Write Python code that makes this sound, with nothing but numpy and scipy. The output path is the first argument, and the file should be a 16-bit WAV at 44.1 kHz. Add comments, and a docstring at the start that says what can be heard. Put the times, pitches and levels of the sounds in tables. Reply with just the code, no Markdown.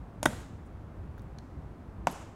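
"""Open plaza, wet stone: guards drill in metal-plated shoes.
A double heel clack, a faint scuff, a few soft steps, then one heel stamp and a thin jingle.
Each hard blow rings the modes of sole and heel and cracks the plate (a short noise burst).
Nearby steps scatter the sound, a low wall slaps it back, distant stonework echoes.
Low wind rumbles over a faint far-off wash."""
import sys
import numpy as np
from scipy import signal
from scipy.fft import rfft, irfft, next_fast_len
from scipy.io import wavfile
from scipy.ndimage import map_coordinates

SR = 44100
rng = np.random.default_rng(int(sys.argv[2]) if len(sys.argv) > 2 else 0)


def wav_out(sig):
    """Save sig, one row per channel (or a flat mono array), as 16-bit PCM at SR to the path in sys.argv[1]."""
    wavfile.write(sys.argv[1], SR, np.round(np.clip(np.atleast_2d(sig).T, -1, 1) * 32767).astype(np.int16))


N = 103635

# wind rumble (frequency [Hz], relative density [dB])
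WIND_SPECTRUM = [(15, -40), (27, -34), (35, -21), (50, 2), (63, -1), (85, -1), (120, -6), (200, -12.5),
                 (350, -20), (800, -48.5), (3000, -82)]
# wind gusts (time [s], level [dB])
GUSTS = [(0.0, -43.5), (0.12, -49), (0.2, -45.5), (0.41, -43.5), (0.47, -46.5), (0.529, -38.5), (0.59, -47),
         (0.73, -44.5), (0.95, -49), (0.99, -41.5), (1.32, -48.5), (1.429, -43.5), (1.47, -51.5),
         (1.571, -41.5), (1.801, -50.5), (2.05, -40), (2.13, -60), (2.19, -44.5), (2.35, -51)]
# far-off wash (frequency [Hz], relative density [dB])
WASH_SPECTRUM = [(40, 0.5), (150, 1.5), (320, -0.5), (450, -6.5), (800, -8), (1200, -12.5), (2000, -22),
                 (3000, -30.5), (5000, -37.5), (9000, -42), (15500, -48.5)]
# stonework echo (frequency [Hz], relative gain [dB])
ECHO_COLOUR = [(150, -2.5), (400, -13), (900, -19), (1600, -16.5), (3000, -12), (5000, -10), (6400, -8.5),
               (7200, -6.5), (8200, -7.5), (9500, -10.5), (11000, -8.5), (15000, -17)]
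# echo decay (frequency [Hz], T60 [s])
ECHO_DECAY = [(200, 0.2), (1000, 0.59), (3000, 0.64), (7000, 0.59), (11000, 0.37), (16000, 0.58)]
# sole brushes (time [s], level [dB], spread [s])
SCUFF_EVENTS = [(0.663, -73, .005), (0.674, -75, 0.0033)]
# sole hiss (frequency [Hz], relative density [dB])
SCUFF_SPECTRUM = [(3000, -22), (6000, -5), (9200, 0), (11000, -14), (15500, -14)]
# loose metal touches (time [s], level [dB])
JINGLE_EVENTS = [(2.1125, -36.5), (2.1168, -39), (2.124, -38)]
# loose metal (frequency [Hz], relative density [dB])
JINGLE_SPECTRUM = [(4000, -15), (8400, -12), (9800, -22), (11200, 7), (12300, -10), (15500, -20)]
# soft footfalls (time [s], tap [dB], click [dB], spit [dB])
STEP_EVENTS = [(1.1792, -37, -59.5, -55.5), (1.1845, -58, -60, -61.5), (1.1937, -71, -50.5, -62),
               (1.2184, -59, -65, -54), (1.3855, -57, -38, -74), (2.082, -34, -37, -47),
               (2.099, -60, -39, -58)]
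# dull sole tap (frequency [Hz], relative density [dB])
TAP_SPECTRUM = [(200, -26.5), (800, 13.5), (2000, -10), (6000, -40.5)]
# light sole click (frequency [Hz], relative density [dB])
CLICK_SPECTRUM = [(900, -22), (1500, 2), (2850, -10), (3400, 6.5), (4300, 4), (5000, -8), (6500, 3),
                  (7200, -16), (11000, -15), (16000, -45)]
# spit of water (frequency [Hz], relative density [dB])
SPIT_SPECTRUM = [(2000, -25), (6000, -11), (9000, -4), (12000, -3), (15500, -5)]
# heel on stone, then its quick reflection off nearby stone (time [s], knock [dB], plate [dB])
STAMP_EVENTS = [(2.0707, -8.5, -15.5), (2.0761, -20, -35.5)]
# stamped heel (frequency [Hz], level [dB], T60 [s])
STAMP_KNOCK_MODES = [(169.6, -17, 0.063), (278, -17.5, 0.052), (717, -11, 0.022), (810, 4, 0.0054),
                     (914, -6, 0.019), (1350, -19.5, 0.023)]
# plate on stone (frequency [Hz], relative density [dB])
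STAMP_PLATE_SPECTRUM = [(400, -1), (1700, 5.5), (2300, 10), (2900, 4), (3800, -2.5), (5000, 1), (5900, 1),
                        (6600, -5.5), (7500, 3), (9300, -16.5), (10400, -7), (12500, -14), (16000, -25)]
# heels touch, then meet twice (time [s], knock [dB], clack [dB], plate [dB], plate tilt [dB/octave])
SNAP_EVENTS = [(0.2296, -23, -38.5, -15, 1.5), (0.256, -18, -29, -14, 1.5), (0.2586, -11, -8.5, -13, 1)]
# hollow shoe knock (frequency [Hz], level [dB], T60 [s])
SNAP_KNOCK_MODES = [(155.3, -10.5, 0.053), (252, -8.5, 0.028), (317.4, -2.5, 0.023), (622, -2, 0.031),
                    (753, 6, 0.0073), (914, -1, 0.017)]
# hard shoe clack (frequency [Hz], level [dB], T60 [s])
SNAP_CLACK_MODES = [(1396, -11, 0.02), (1494, 1, 0.016), (1904, -8.5, 0.02), (2650, -24.5, .015),
                    (3310, -9.5, 0.013), (3640, -16, 0.026)]
# plate on plate, before tilt (frequency [Hz], relative density [dB])
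SNAP_PLATE_SPECTRUM = [(300, -32), (1200, 9), (2500, 2), (3400, 0.5), (4400, -4), (5400, 0), (6700, 5.5),
                       (7600, -5.5), (9000, 4.5), (10500, -4.5), (12500, -10.5), (16000, -17)]

CONTACT_S = 0.00045
NEAR_DELAY_S, NEAR_T60_S, NEAR_DB = 0.009, 0.12, -19
ECHO_DELAY_S, ECHO_RISE_S = 0.0013, 0.047
WALL_DELAY_S, WALL_RISE_S, WALL_DB, WALL_T60_RATIO = 0.135, 0.046, 2.5, 0.17


def amp(db):
    """Decibels to gain."""
    return 10 ** (np.asarray(db) / 20)


def along(points, hz):
    """Interpolate (Hz, value) points on a log frequency axis."""
    knots_hz, values = np.transpose(points)
    return np.interp(np.log(hz + 1), np.log(knots_hz + 1), values)


def filtered(x, response):
    """Apply a gain given as a function of Hz."""
    size = next_fast_len(len(x) + 8192)
    return irfft(rfft(x, size) * response(np.fft.rfftfreq(size, 1 / SR)), size)[:len(x)]


def noise(spectrum, size):
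    """Coloured noise, rms 1."""
    x = filtered(rng.standard_normal(size), lambda hz: amp(along(spectrum, hz)))
    return x / np.sqrt(np.mean(x ** 2) + 1e-20)


def fade(t, t60_s):
    """Exponential decay, 60 dB in t60_s."""
    return np.exp(-np.log(1000) * np.maximum(t, 0) / t60_s)


def rise(t, tau_s):
    """Soft onset from t = 0."""
    return 1 - np.exp(-np.maximum(t, 0) / tau_s)


def add(track, start_s, sound):
    """Mix a sound into the track."""
    part = track[round(start_s * SR):][:len(sound)]
    part += sound[:len(part)]


def air(flutter_db=0.7, flutter_hz=19, wash_db=-51):
    """Fluttering wind on the microphone over the steady wash of the surroundings."""
    t = np.arange(N) / SR
    rumble = noise(WIND_SPECTRUM, N)
    gust_db = np.interp(t, *np.transpose(GUSTS))
    flutter = map_coordinates(rng.standard_normal(256), [t * flutter_hz], mode="wrap")
    return rumble * amp(gust_db + flutter_db * flutter) + noise(WASH_SPECTRUM, N) * amp(wash_db)


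def diffuse_spectrum(sound, hz, blur_octaves=0.25):
    """Smoothed magnitude spectrum: averaging over all directions fills fine notches."""
    power = np.abs(rfft(sound)) ** 2
    octaves = np.log2((np.fft.rfftfreq(len(sound), 1 / SR) + 1) / (hz[:, None] + 1))
    weight = np.exp(-0.5 * (octaves / blur_octaves) ** 2)
    return np.sqrt(weight @ power / weight.sum(axis=1))


def stone_echo(sound, echo_db):
    """Diffuse tail from distant stonework, with a late swell from a far wall."""
    hz, t, grains = signal.stft(rng.standard_normal(SR), SR, nperseg=256)
    t60_s = along(ECHO_DECAY, hz)[:, None]
    tail = rise(t - ECHO_DELAY_S, ECHO_RISE_S) * fade(t, t60_s)
    swell = rise(t - WALL_DELAY_S, WALL_RISE_S) * fade(t - WALL_DELAY_S, WALL_T60_RATIO * t60_s)
    envelope = np.hypot(tail, amp(WALL_DB) * swell)
    envelope /= np.sqrt(SR * np.mean(envelope ** 2, axis=1, keepdims=True))
    colour = diffuse_spectrum(sound, hz) * amp(echo_db + along(ECHO_COLOUR, hz))
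    return signal.istft(grains * envelope * colour[:, None], SR, nperseg=256)[1][:SR]


def plaza(sound, echo_db):
    """Direct sound, scatter from nearby stone steps, distant echo."""
    t = np.arange(SR) / SR
    scatter = rng.standard_normal(SR) * (t > NEAR_DELAY_S) * fade(t, NEAR_T60_S)
    near_response = (t == 0) + amp(NEAR_DB) * scatter / np.linalg.norm(scatter)
    return signal.fftconvolve(sound, near_response)[:SR] + stone_echo(sound, echo_db)


def wall_slap(sound, delay_s, spread_s=0.0035, gain_db=-23.5, cutoff_hz=1516):
    """One smeared, dull reflection from a low wall."""
    t = np.arange(SR // 5) / SR
    smear = rng.standard_normal(len(t)) * np.exp(-0.5 * ((t - delay_s) / spread_s) ** 2)
    reflection = signal.fftconvolve(sound, amp(gain_db) * smear / np.linalg.norm(smear))
    return signal.sosfilt(signal.butter(2, cutoff_hz, fs=SR, output="sos"), reflection)


def scuffs():
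    """A sole brushes wet stone: faint hiss, swelling and fading."""
    t = np.arange(N) / SR
    envelope = sum(amp(db) * np.exp(-0.5 * ((t - peak_s) / spread_s) ** 2)
                   for peak_s, db, spread_s in SCUFF_EVENTS)
    return noise(SCUFF_SPECTRUM, N) * envelope


def jingle():
    """Loose metal on the shoe: thin touches after the stamp."""
    track, t = np.zeros(N), np.arange(SR // 10) / SR
    envelope = rise(t, tau_s=0.00087) * fade(t, t60_s=0.01)
    for start_s, db in JINGLE_EVENTS:
        touch = amp(db) * noise(JINGLE_SPECTRUM, len(t))
        add(track, start_s, plaza(touch * envelope, echo_db=-3))
    return track


def soft_steps():
    """Soles roll on wet stone: dull tap, light click, spit of water."""
    track, t = np.zeros(N), np.arange(SR // 10) / SR
    envelope = rise(t, tau_s=0.00096) * fade(t, t60_s=0.012)
    spectra = TAP_SPECTRUM, CLICK_SPECTRUM, SPIT_SPECTRUM
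    for start_s, *levels_db in STEP_EVENTS:
        touch = sum(amp(db) * noise(spectrum, len(t)) for db, spectrum in zip(levels_db, spectra))
        add(track, start_s, plaza(touch * envelope, echo_db=-3.5))
    return track


def shoe_ring(modes, t, scatter_db=1.5, highpass_hz=178):
    """Damped modes of sole and heel, with the deep bass cut away."""
    ring = sum(amp(db + scatter_db * rng.normal()) * fade(t, t60_s) * np.sin(2 * np.pi * hz * t)
               for hz, db, t60_s in modes)
    bass_cut = signal.butter(2, highpass_hz, "high", fs=SR, output="sos")
    return signal.sosfilt(bass_cut, ring * rise(t, CONTACT_S))


def plate_crack(spectrum, t, tilt_db_per_octave=0, ring_db=-22.5):
    """Struck metal plate: very short burst, faint after-ring."""
    tilted = [(hz, db + tilt_db_per_octave * np.log2(hz)) for hz, db in spectrum]
    decay = fade(t, t60_s=0.0044) + amp(ring_db) * fade(t, t60_s=0.066)
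    return noise(tilted, len(t)) * rise(t, CONTACT_S) * decay


def heel_stamp(plate_lead_s=0.00049):
    """One heel strikes stone: bright plate edge, round knock, quick reflection off nearby stone."""
    track, t = np.zeros(N), np.arange(SR // 10) / SR
    for start_s, knock_db, plate_db in STAMP_EVENTS:
        knock = amp(knock_db) * shoe_ring(STAMP_KNOCK_MODES, t - plate_lead_s)
        crack = amp(plate_db) * plate_crack(STAMP_PLATE_SPECTRUM, t)
        blow = knock + crack
        add(track, start_s, plaza(blow, echo_db=2.5))
        add(track, start_s, wall_slap(blow, delay_s=0.087))
    return track


def heel_snap():
    """Heels snap together: both shoes knock and clack, their plates crack."""
    track, t = np.zeros(N), np.arange(SR // 10) / SR
    for start_s, knock_db, clack_db, plate_db, tilt_db_per_octave in SNAP_EVENTS:
        knock = amp(knock_db) * shoe_ring(SNAP_KNOCK_MODES, t)
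        clack = amp(clack_db) * shoe_ring(SNAP_CLACK_MODES, t)
        crack = amp(plate_db) * plate_crack(SNAP_PLATE_SPECTRUM, t, tilt_db_per_octave)
        blow = knock + clack + crack
        add(track, start_s, plaza(blow, echo_db=-4))
        add(track, start_s, wall_slap(blow, delay_s=0.072))
    return track


def scene():
    """Air and shoes, mono."""
    return (air() + heel_snap() + heel_stamp() + soft_steps() + scuffs() + jingle())[None]


def record(dry):
    """Steep low-pass band limit."""
    cutoff_hz = 15900
    return np.array([filtered(channel, lambda hz: 1 / np.sqrt(1 + (hz / cutoff_hz) ** 160))
                     for channel in dry])


dry = scene()
out = record(dry)
wav_out(out)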